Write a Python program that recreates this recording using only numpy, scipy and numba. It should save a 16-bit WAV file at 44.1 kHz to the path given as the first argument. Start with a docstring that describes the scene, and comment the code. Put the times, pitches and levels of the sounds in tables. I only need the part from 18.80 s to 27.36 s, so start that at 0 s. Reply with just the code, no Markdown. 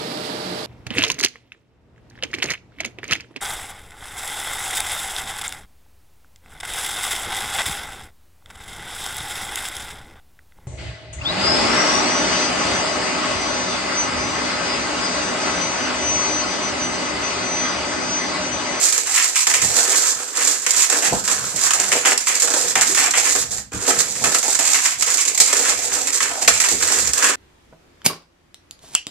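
"""Long latex balloons are twisted and wrapped round each other about a metre from a small stereo camera.
The skins stick and slip thousands of times a second: each slip scratches, creaks in the stretched rubber
and drums the air in the tubes. Sudden lurches, when a whole patch lets go, crack over the rubbing; the tubes
bump together and swing with a wavering rumble. Filtered, shaped noise-like slips make all of it;
decaying noise makes the answer of a small curtained room, over a faint steady hiss."""
import sys
import numpy as np
from scipy import signal
from scipy.fft import rfft, irfft, next_fast_len
from scipy.io import wavfile
from scipy.ndimage import map_coordinates
from numba import njit

SR = 44100
rng = np.random.default_rng(int(sys.argv[2]) if len(sys.argv) > 2 else 0)


def log_audio(samples):
    """Write samples as a 16-bit WAV file to the path given in sys.argv[1]."""
    # one column per channel
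    frames = np.atleast_2d(samples).T
    # limit to full scale, then quantise
    limited = np.clip(frames, -1, 1)
    pcm = np.round(limited * 32767).astype(np.int16)
    wavfile.write(sys.argv[1], SR, pcm)


N = 377363
T = np.arange(N) / SR  # time [s]
STEP = 16  # coarse grid for slow curves and smooth spectra
SIZE = 32 * next_fast_len((N + SR // 2) // 32 + 1)  # transform length, with room for the echoes
F = np.maximum(np.arange(SIZE // 2 + 1) * SR / SIZE, 1)  # frequency [Hz]


def undb(db):
    """Decibels to amplitude."""
    return 10 ** (np.asarray(db) / 20)


def unit(x):
    """Scale to an RMS of 1."""
    return x / np.sqrt(np.mean(x ** 2))


def even_power(response):
    """Scale a filter so that white noise keeps its level through it."""
    return response / np.sqrt(np.mean(np.abs(response) ** 2))


def on_log(table):
    """Read a (frequency, value) table at every frequency, along a logarithmic axis."""
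    hz, value = np.transpose(table)
    return np.interp(np.log(F), np.log(hz), value)


def causal(db):
    """Minimum-phase filter with this gain: its energy comes at once and then rings out."""
    cepstrum = irfft(db[::STEP] * np.log(10) / 20)
    half = len(cepstrum) // 2
    cepstrum[1:half] *= 2
    cepstrum[half + 1:] = 0
    ringing = irfft(np.exp(rfft(cepstrum)))
    return rfft(ringing, SIZE)


@njit
def sag(kicks, falls):
    """Jump at each kick that is stronger than what is left, then fall in a straight line."""
    out, level, fall = np.empty(len(kicks)), 0., 0.
    for i in range(len(kicks)):
        level = max(level - fall, 0.)
        if kicks[i] > level:
            level, fall = kicks[i], falls[i]
        out[i] = level
    return out


def bursts(start_s, size, length_s):
    """Envelope of sudden starts that run out within their length."""
    kicks, falls = np.zeros(N), np.zeros(N)
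    at = np.clip(np.round(start_s * SR).astype(int), 0, N - 1)
    kicks[at] = size
    falls[at] = size / (np.maximum(length_s, 1 / 1000) * SR)
    return sag(kicks, falls)


LEFT_LAG_S = .00003  # mean delay of the left port behind the right


def slips(count, scatter_db, spread_s):
    """Single slips of uneven size; most sit at the twist, some far along the tubes, and reach the ports apart."""
    when, side = rng.random((count, 2)).T
    size, place = rng.standard_normal((count, 2)).T
    force = undb(scatter_db * np.clip(size, -2, 2)) * np.sign(side - .5)
    # cubing gathers most places near the middle
    port_delay = place ** 3 * spread_s + LEFT_LAG_S
    lag = np.array([1, -1])[:, None] * port_delay / 2
    at = np.clip(np.round(when * N + lag * SR).astype(int), 0, N - 1)
    return unit(np.array([np.bincount(a, force, N) for a in at]))


def judder(count, depth_db, length_s, base):
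    """The grip catches and gives at random, tens of times a second, over a constant base."""
    when, size = rng.random((count, 2)).T
    return unit(base + bursts(when * N / SR, undb(-depth_db * size), length_s))


ATTACK_S, RELEASE_DB_PER_S = 0.033, 324  # the attack is centred on the start
# one pull or turn of the hands: (time [s], length [s], scratch level [dB], change over the stroke [dB],
# creak re scratch [dB], drum re scratch [dB], creak centre [Hz], drum centre [Hz])
STROKES = [(0.0, 0.092, -12.5, -4, -10.5, -17.5, 1920, 600),
           (0.106, 0.084, -18, -4.5, -6, -17.0, 1860, 520),
           (0.203, 0.045, -23.0, -1.5, -8.5, -17, 2170, 520.0),
           (0.264, 0.11, -18, -4, -6.5, -17.0, 1900, 720), (0.341, 0.11, -13.5, -3, -4, -23, 2000, 720),
           (0.47, 0.09, -17.5, -10.5, -11, -15, 1880, 556),
           (0.553, 0.081, -14, -4.5, -7.0, -25.0, 2200, 730),
           (0.667, 0.067, -19, 0, -5.5, -14, 1840, 680.0), (0.738, 0.096, -15, -8.5, -5.0, -15, 2060, 630),
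           (0.822, 0.17, -19, 0.5, -9.5, -14.0, 1870, 630.0),
           (0.951, 0.16, -13.5, -7.5, -7.5, -9.5, 1670, 580), (1.093, 0.057, -17.5, -2, -4, -8, 1900, 550),
           (1.155, 0.16, -12.5, -5.5, -10.5, -15.5, 1720, 610.0),
           (1.357, 0.29, -24.5, -12, -7.5, -11.5, 1630, 524), (1.55, 0.074, -21.5, 4, -3, -14, 1880, 570.0),
           (1.653, 0.2, -11.5, -17, -9.5, -18.5, 1820, 543),
           (1.854, 0.126, -21, 4.5, -6, -19.5, 1940.0, 567),
           (1.99, 0.072, -11.5, -6.5, -10.5, -24, 2010, 660),
           (2.095, 0.15, -14, -9, -6.5, -10, 1730.0, 500.0), (2.222, 0.055, -16.5, 0, -2.5, -7, 1910, 617),
           (2.317, 0.093, -22.5, -6, -7.5, -6, 1430, 567), (2.433, 0.098, -19, 3, -8.0, -15.5, 1670, 646),
           (2.554, 0.21, -21, -7, -7.5, -13.5, 1570.0, 566),
           (2.752, 0.065, -20, -4, -7.5, -17, 2070.0, 560.0),
           (2.799, 0.091, -17.5, 1.5, -6, -15.5, 1690, 670), (2.93, 0.23, -20.5, -3.5, -6, -11, 1800, 675),
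           (3.113, 0.12, -15.5, -11.5, -2.5, -11.5, 1940, 570),
           (3.242, 0.08, -14, -4.5, -2.5, -6.5, 1810.0, 665), (3.388, 0.13, -24, -8, -9, -16.5, 2050, 554),
           (3.468, 0.16, -15, -10, -6, -16, 2020, 573), (3.616, 0.11, -18.5, -1, -8.5, -13, 1680, 590),
           (3.725, 0.089, -18.0, -0.5, -9.5, -17, 1650, 605), (3.81, 0.11, -18.5, -3, -7.5, -13, 1830, 464),
           (3.964, 0.062, -18.0, -1.5, 1.5, -10, 1790, 795),
           (4.06, 0.055, -16, 1, -8.5, -16.5, 1820, 360.0), (4.175, 0.11, -13.5, -6, 0, -9.5, 1900, 734),
           (4.358, 0.054, -13.5, -2, -8.5, -15, 2030, 655),
           (4.441, 0.081, -13.5, -1.5, -7, -17.5, 1920, 517),
           (4.543, 0.078, -15.5, -3.5, -10.5, -14, 1770, 610),
           (4.696, 0.096, -22.5, -5.5, -10.5, -14.5, 1800.0, 600),
           (4.925, 0.049, -34.5, 6.5, -1.5, -7, 1500, 340), (4.995, 0.054, -25, 5, -8.5, -10, 1700, 453),
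           (5.064, 0.089, -12, -11, -4, -9.5, 1720, 540), (5.175, 0.037, -14, -2, -8.5, -12.5, 1790, 526),
           (5.257, 0.29, -25.0, -0.5, -10, -12, 1940.0, 537), (5.432, 0.1, -17, -8, -4.5, -9.0, 1610, 650),
           (5.534, 0.06, -14, -10, -10, -14, 1750, 645), (5.633, 0.034, -18, 0.5, -6, -6, 1960, 764),
           (5.677, 0.078, -14.5, -5.0, -8.5, -18, 1800, 664),
           (5.792, 0.18, -16.5, -1.5, -7.5, -14.5, 1960, 690.0),
           (5.917, 0.13, -17, -1.5, -6.5, -28, 2000, 710.0),
           (6.047, 0.11, -13, -15.5, -4, -17, 1980.0, 670),
           (6.194, 0.044, -15.5, -11, -20, -15.5, 2050, 670.0),
           (6.257, 0.098, -15.5, -3.5, -7, -16, 1760, 614), (6.378, 0.059, -14, -3, -7, -23, 2130, 640),
           (6.458, 0.061, -18.5, -5, -9, -14, 2170, 510.0), (6.537, 0.018, -21, -10, -4, -19, 2140, 640),
           (6.578, 0.041, -20, -3, -6, -15, 2000, 620),
           (6.647, 0.075, -16.5, 0.5, -7.5, -16.5, 2000.0, 570.0),
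           (6.722, 0.12, -19, 4, -6, -10.0, 1800, 590),
           (6.861, 0.07, -14.5, -3.5, -6.0, -14.5, 1890.0, 600),
           (6.939, 0.12, -24, 3, -7.5, -13.5, 1950, 590), (7.074, 0.047, -27.5, 1.5, -2, -8.5, 1730, 590),
           (7.115, 0.044, -24, 5.5, -14, -19, 1790, 590), (7.147, 0.16, -18.0, -12, -7, -10.5, 1870, 580),
           (7.26, 0.059, -19.5, -10, -7, -13.0, 2070, 510.0),
           (7.332, 0.07, -11, -10.5, -10.5, -21, 1840.0, 473),
           (7.415, 0.068, -18, -6.5, -4, -13, 1860, 546),
           (7.499, 0.19, -24.5, -12, -3.0, -4.5, 1540, 680.0),
           (7.615, 0.035, -20.5, 0, -8, -11.0, 1960, 643), (7.73, 0.073, -13, -12, -10, -18, 2340, 720.0),
           (7.802, 0.073, -17, 1, -6, -15, 1850, 655), (7.907, 0.085, -13, -13.5, -9.5, -17.5, 2120, 420),
           (8.003, 0.12, -18, 0.5, -6, -13.0, 1790, 513), (8.139, 0.17, -14, -10.5, -8.5, -16.5, 1850, 510),
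           (8.359, 0.051, -16, -6, -5, -11.5, 1630, 570), (8.417, 0.083, -16.5, 0, 0.5, -10, 1740.0, 540)]


def strokes():
    """Each stroke sets in quickly, swells or sags in dB and dies away; gives levels and pitches."""
    t = T[::STEP]
    columns = np.transpose(STROKES)[:, :, None]
    start, length, level_db, change_db, creak_db, drum_db, creak_hz, drum_hz = columns
    held_db = level_db + change_db * np.clip((t - start) / length, 0, 1)
    released_db = RELEASE_DB_PER_S * np.maximum(t - start - length, 0)
    attack = np.clip((t - start) / ATTACK_S + .5, 0, 1) ** 2
    power = attack * undb(2 * (held_db - released_db)) + 1e-12
    levels = [np.sqrt(np.sum(power * undb(2 * db), axis=0)) for db in (0, creak_db, drum_db)]
    # the louder stroke pulls the pitch its way
    pitches = [np.sum(power * hz, axis=0) / np.sum(power, axis=0) for hz in (creak_hz, drum_hz)]
    return [np.interp(T, t, row) for row in levels + pitches]


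def waver(depth_db, per_s):
    """A level that moves in straight dB lines between random points; depth is their standard deviation."""
    points_db = rng.standard_normal(200)
    return undb(depth_db * np.interp(T * per_s, np.arange(200), points_db))


# bass as the tubes swing: (time [s], level [dB])
RUMBLE = [(0.0, -60), (0.76, -60), (0.83, -47), (1.69, -55), (1.81, -50), (2.21, -66), (2.33, -32),
          (2.38, -49), (2.71, -49), (2.76, -46), (2.93, -59), (3.15, -46), (3.65, -57), (3.81, -48),
          (4.36, -54), (4.64, -42), (4.91, -61), (4.96, -35), (5.05, -57), (5.38, -51), (5.43, -40.5),
          (6.08, -91), (6.15, -58), (7.6, -51), (7.67, -37), (7.84, -69), (7.91, -46.5), (8.29, -53),
          (8.46, -87), (8.56, -53)]


def rumble():
    """Swinging tubes push a bass that also comes and goes at random."""
    swing_db = np.interp(T, *np.transpose(RUMBLE))
    return undb(swing_db) * waver(depth_db=8.5, per_s=8)


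CREST_DB, THUD_DB = 11.5, -29.5  # peak above the scratch level; low thud re drum
CRACK_DB, CRACK_S = -4, 0.014  # extra at the front re the body, and how long it lasts
STICK_S = 0.023  # how long the skins stick before letting go
# a patch lets go: (time [s], peak level [dB], creak re peak [dB], drum re peak [dB], length [s],
# share of the rub that sticks just before [0-1])
LURCHES = [(0.1236, -3, -24, -44, 0.03, 0.5), (0.179, -7.5, -23, -27, 0.028, 0.5),
           (0.36, -6, -19, -40, 0.024, 0.77), (0.557, -4, -16.5, -35, 0.028, 0.6),
           (0.6678, 1.5, -15, -28.5, 0.016, 1), (0.739, -3, -13.5, -40, 0.025, 0.7),
           (0.817, -5.5, -15.5, -30, 0.037, 0.6), (0.966, -10, -17, -25, 0.033, 0.3),
           (0.979, -9, -24, -21, 0.028, 0.23), (1.03, -9, -26, -24, 0.028, 0.4),
           (1.077, -11, -20, -15.5, 0.051, 0.45), (1.571, -7, -31, -30, 0.028, 0.1),
           (1.672, -9, -21, -32, 0.04, 0.7), (1.8642, -0.5, -13.5, -29.5, 0.014, 0.6),
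           (1.892, -8, -21, -27, 0.028, 0.5), (1.9066, 0.5, -29, -43, 0.02, 0.5),
           (1.934, -15, -31, -29, 0.028, 0.95), (2.0986, -6.5, -31, -38, 0.032, 0.65),
           (2.123, -7.5, -14, -23, 0.056, 0.55), (2.236, -17, -21, -26, 0.028, 0.14),
           (2.439, -20, -14, -25, 0.028, 0.6), (2.477, -8.5, -15.5, -34, 0.028, 0.7),
           (2.761, -9.5, -27, -33, 0.028, 0.4), (2.812, -18, -18, -31, 0.028, 0.44),
           (2.9064, -2.5, -14.5, -27, 0.022, 0.9), (2.9342, -5.5, -18, -37, 0.031, 0.8),
           (2.998, -2.5, -16.5, -23.5, 0.02, 0), (3.1174, -6, -9, -21, 0.036, 0.47),
           (3.1254, -4, -9, -19, 0.023, 0.6), (3.25, -16.5, 3.5, -24, 0.08, 0.67),
           (3.377, -3, -23, -46, 0.014, 0.7), (3.405, -12, -27, -33, 0.028, 1),
           (3.47, -6.5, -13, -40, 0.038, 0.3), (3.551, -8, -32, -41, 0.028, 0.26),
           (3.599, -6, -26, -38, 0.028, 0.7), (3.6204, -1.5, -22, -38, 0.03, 0.5),
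           (3.674, -9.5, -19, -19, 0.036, 0.6), (3.702, -10, -24, -18, 0.038, 0.7),
           (3.736, -6.5, -17.5, -18.5, 0.042, 0.5), (3.763, -10, -19, -13.5, 0.028, 0.9),
           (3.9544, -3, -10, -25.5, 0.025, 0.9), (4.011, 0.5, -21, -39, 0.033, 0.3),
           (4.1475, -3, -20, -46, 0.035, 0.6), (4.308, -3, -29, -44, 0.015, 0.7),
           (4.3375, -12.5, -3.5, -16, 0.076, 1), (4.427, -14, -17, -30, 0.024, 0.4),
           (4.551, -9, -18, -16, 0.028, 0.7), (4.708, -21, -22, -41, 0.028, 0.9),
           (4.919, -27, -9, -9, 0.028, 0.5), (5.0644, -10, -23, -30, 0.028, 0.7),
           (5.078, -4, -27, -18, 0.032, 0.64), (5.187, -9, -22, -30, 0.028, 0.2),
           (5.4392, -3, -13.5, -23, 0.028, 0.6), (5.546, -5, -15, -24, 0.033, 0.2),
           (5.585, -6, -30, -32, 0.028, 0.5), (5.615, -16, -36, -37, 0.028, 0.8),
           (5.628, -10, -24, -28, 0.028, 1), (5.68, -9, -27, -18.5, 0.021, 0.6),
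           (5.7473, -6, -20, -31, 0.032, 0.6), (5.7893, -4.5, -18, -17, 0.031, 0.7),
           (5.9445, -12.5, -6, -23, 0.043, 0.3), (6.2088, -9, -22.5, -35, 0.028, 0.4),
           (6.223, -0.5, -17.5, -34, 0.018, 0.3), (6.262, -12, -27, -31, 0.028, 0.7),
           (6.372, -9, -30, -32, 0.028, 0.5), (6.452, -8.5, -22, -36, 0.034, 1),
           (6.477, -6.5, -21, -37, 0.028, 0.74), (6.547, -6, -26, -29, 0.018, 0.3),
           (6.576, -3.5, -20.5, -35, 0.024, 0.7), (6.6007, 5.5, -23, -32, 0.046, 0.6),
           (6.7283, -1, -13, -22, 0.017, 0.4), (6.8513, -14, -7, -26, 0.06, 0.46),
           (7.271, -4.5, -19, -34, 0.028, 0.3), (7.326, -13, -20, -37, 0.028, 0.6),
           (7.4035, -10, -8.5, -23.5, 0.035, 1), (7.615, -14, -27, -36, 0.035, 0.1),
           (7.6777, 5.5, -9.5, -18, 0.017, 0.95), (7.8013, -2, -18, -34, 0.024, 0.7),
           (7.839, -8, -12, -31, 0.033, 0.7), (7.886, -1.5, -21.5, -29, 0.02, 0.7),
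           (8.023, -4, -18.5, -29, 0.026, 0.4), (8.272, -7, -27, -42, 0.02, 0),
           (8.334, -3.5, -21, -31, 0.02, 0.9), (8.376, -5.5, -18, -40, 0.028, 0.4),
           (8.419, -21, -18, -35, 0.028, 0.4)]


def lurches():
    """A patch lets go with a crack in all four ranges; also gives how far the skins stick beforehand."""
    when, peak_db, creak_db, drum_db, length, sticks = np.transpose(LURCHES)
    # time reversed: the skins grip harder and fall quiet in the moments before they let go
    stuck = bursts(T[-1] - when, np.clip(sticks, 0, 1), STICK_S)[::-1]
    # the front of a lurch is a few milliseconds stronger than its body
    crack = 1 + bursts(when, undb(CRACK_DB), CRACK_S)
    drum_level_db = peak_db + drum_db
    levels_db = [peak_db - CREST_DB, peak_db + creak_db, drum_level_db, drum_level_db + THUD_DB]
    return [crack * bursts(when, undb(db), length) for db in levels_db], stuck


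# tubes bump together: (time [s], drum level [dB], rumble level [dB], rumble centre [Hz], length [s])
BUMPS = [(0.824, -36, -36, 110, 0.066), (2.32, -13.5, -25, 163, 0.029), (2.735, -33, -33, 115, 0.06),
         (3.15, -18.5, -36, 150, 0.037), (3.958, -22, -39, 146, 0.064), (4.939, -32, -29.5, 80, 0.055),
         (5.079, -21, -45, 151, 0.042), (5.411, -26, -32.5, 143, .05), (7.672, -32, -40, 70.4, .04),
         (7.915, -26, -37, 101, 0.054), (8.217, -39, -39.5, 80.5, .08)]


def bumps():
    """Tubes knock together, striking drum and rumble only; also gives the gliding rumble centre."""
    when, drum_db, rumble_db, hz, length = np.transpose(BUMPS)
    struck = [bursts(when, undb(db), length) for db in (drum_db, rumble_db)]
    return [0, 0] + struck, np.interp(T, when, hz)


SNAP_BAND_HZ = (4600, 7800)
# the two hardest lurches also snap within the scratch range: (time [s], level [dB], length [s])
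SNAPS = [(6.602, -10, 0.024), (7.676, -4, .022)]


def snaps(fine):
    """Fine slips in a band, their power falling in a straight line; gives a spectrum."""
    low, high = SNAP_BAND_HZ
    band = causal(-10 * np.log10((1 + (low / F) ** 8) * (1 + (F / high) ** 8)))
    when, level_db, length = np.transpose(SNAPS)
    force = fine * np.sqrt(bursts(when, undb(2 * level_db), length))
    return even_power(band) * rfft(force, SIZE)


EDGES_HZ = (190, 1000, 3300)  # nominal edges between rumble, drum, creak and scratch
OVERLAP = 1.05  # neighbouring ranges reach past their edge by this factor
# colour of a slip at the camera: (frequency [Hz], relative level per Hz [dB])
SLIP = [(25, -31), (58, -18), (110, -19), (170, -23.5), (300, -11), (480, -15), (800, -3.5), (1900, -16.5),
        (3000, -10), (4400, -4.5), (6000, 0.5), (7500, 7), (9100, -7), (13600, -17), (15000, -50.5)]
# resonances of the air and rubber of the tubes: (centre [Hz], width [Hz], lift [dB])
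TUBES = [(210.5, 61, 9), (277.8, 45, 12), (397.4, 79, 9.5), (485.5, 38.5, 11.5), (653.4, 4.3, -45),
         (745, 330, -0.5), (1003, 156, 5), (1290, 100, 3.5), (1870, 80, 1), (2190, 210, 1),
         (2540, 300, 2.5)]


def tube_ranges():
    """Air and rubber ring in peaks and dips; gives filters for scratch, creak, drum and rumble."""
    rings = sum(db / (1 + (2 * (F - hz) / width) ** 2) for hz, width, db in TUBES)
    colour = on_log(SLIP) + rings
    above = [-10 * np.log10(1 + (hz / OVERLAP / F) ** 14) for hz in EDGES_HZ]
    below = [-10 * np.log10(1 + (F / hz / OVERLAP) ** 14) for hz in EDGES_HZ]
    ranges = [above[2], above[1] + below[2], above[0] + below[1], below[0]]
    return [even_power(causal(colour + reach)) for reach in ranges]


@njit
def resonate(x, hz, width):
    """State-variable band-pass with a moving centre, gain 1 there."""
    out, band, low = np.empty(len(x)), 0., 0.
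    for i in range(len(x)):
        g, k = np.tan(np.pi * hz[i] / SR), width / hz[i]
        v = (band + g * (x[i] - low)) / (1 + g * (g + k))
        band, low, out[i] = 2 * v - band, low + 2 * g * v, k * v
    return out


def balloons():
    """The same fine slips drive four ranges of the tubes, each as strongly as the grip excites it."""
    scratch, creak, drum, creak_hz, drum_hz = strokes()
    rubs = [scratch, creak, drum, rumble()]
    lets_go, stuck = lurches()
    knocks, rumble_hz = bumps()
    # the stretch and size of the part being rubbed set where creak and drum are strongest:
    # (centre [Hz], width [Hz], gain of the peak)
    favoured = [None, (creak_hz, 550., 1.4), (drum_hz, 250., 1.2), (rumble_hz, 60., 1.3)]
    fine = slips(count=60000, scatter_db=4.0, spread_s=.00016)
    grip = judder(count=600, depth_db=26, length_s=0.014, base=0.86) * (1 - stuck)
    out = snaps(fine)
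    for rub, lurch, knock, response, peak in zip(rubs, lets_go, knocks, tube_ranges(), favoured):
        steady = rub * grip * judder(count=300, depth_db=3.0, length_s=0.023, base=1.0)
        effort = np.hypot(steady, lurch + knock)
        # sparser slips, drawn anew for each range, roughen the fine ones
        coarse = slips(count=6000, scatter_db=0.5, spread_s=.00012)
        force = effort * (fine + 0.63 * coarse)
        if peak:
            hz, width, gain = peak
            ringing = np.array([resonate(port, hz, width) for port in force])
            force = 0.26 * force + gain * ringing
        out = out + response * rfft(force, SIZE)
    return irfft(out, SIZE)[:, :N]


ROOM_T60_S, ROOM_TREBLE_T60_S = 0.31, 0.16  # time to fall by 60 dB


def tail():
    """Noise echoes that grow duller with time; only their bass is partly alike at both ports."""
    t = T[:SR // 2]
    shared, *own = rng.standard_normal((3, len(t)))
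    bass = signal.butter(2, 1300, fs=SR)
    echoes = np.array([n + signal.filtfilt(*bass, 0.51 * (shared - n)) for n in own])
    echoes = echoes * np.minimum(t / 0.011, 1)  # fade-in [s]
    low = signal.lfilter(*signal.butter(1, 2500, fs=SR), echoes)
    treble = echoes - low
    echoes = low * undb(-60 * t / ROOM_T60_S) + treble * undb(-60 * t / ROOM_TREBLE_T60_S)
    return rfft(echoes / np.sqrt(np.sum(echoes ** 2, axis=1, keepdims=True)), SIZE)


ROOM_DB = -5  # echoes re direct sound
MOVES_PER_S = 7


def room(dry, count=3):
    """The balloons keep moving, so the walls answer from one place after another; gives a spectrum."""
    turn = MOVES_PER_S * T
    wet = 0
    for k in range(count):
        distance = np.abs((turn - k + count / 2) % count - count / 2)
        share = np.cos(np.pi / 2 * np.clip(distance, 0, 1))  # equal-power crossfade
        wet = wet + rfft(dry * share, SIZE) * tail()
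    return (rfft(dry, SIZE) + undb(ROOM_DB) * wet) / np.hypot(1, undb(ROOM_DB))


# the right port is brighter: (frequency [Hz], left minus right [dB])
PORTS = [(60, 3), (110, -1.5), (200, 1), (380, -1), (690, -0.5), (1270, 0.5), (2350, 2.0), (4330, 1.5),
         (7980, -11.5), (14700, -5.5)]


def ports(spectrum):
    """Each port colours what reaches it; the left takes most of the difference."""
    colours = np.array([causal(on_log(PORTS) * share) for share in (.8, -.2)])
    return irfft(spectrum * colours, SIZE)[:, :N]


def hush():
    """Steady white hiss, separate at each port."""
    return undb(-66) * rng.standard_normal((2, N))


def scene():
    """Balloons in the room, heard at both ports over the hiss."""
    return ports(room(balloons())) + hush()


LIMIT_DB, LIMIT_SLOPE = -9.5, 0.62  # threshold, and the share of the dB above it that is taken off
LIMIT_ATTACK_S, LIMIT_RELEASE_S = 0.028, 0.22
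TOP_HZ = 15000


def record(dry):
    """The camera turns down just after loud moments, clips the hardest lurches and cuts the top."""
    keep = np.exp(-1 / (LIMIT_ATTACK_S * SR))
    loud = np.sqrt(signal.lfilter([1 - keep], [1, -keep], np.mean(dry ** 2, axis=0)))
    held = sag(loud, loud / (LIMIT_RELEASE_S * SR))
    over = np.maximum(held / undb(LIMIT_DB), 1)
    clipped = np.clip(dry / over ** LIMIT_SLOPE, -.85, .85)
    top_cut = signal.ellip(8, .2, 70, TOP_HZ, fs=SR, output="sos")
    return signal.sosfilt(top_cut, clipped)


dry = scene()
out = record(dry)
log_audio(out)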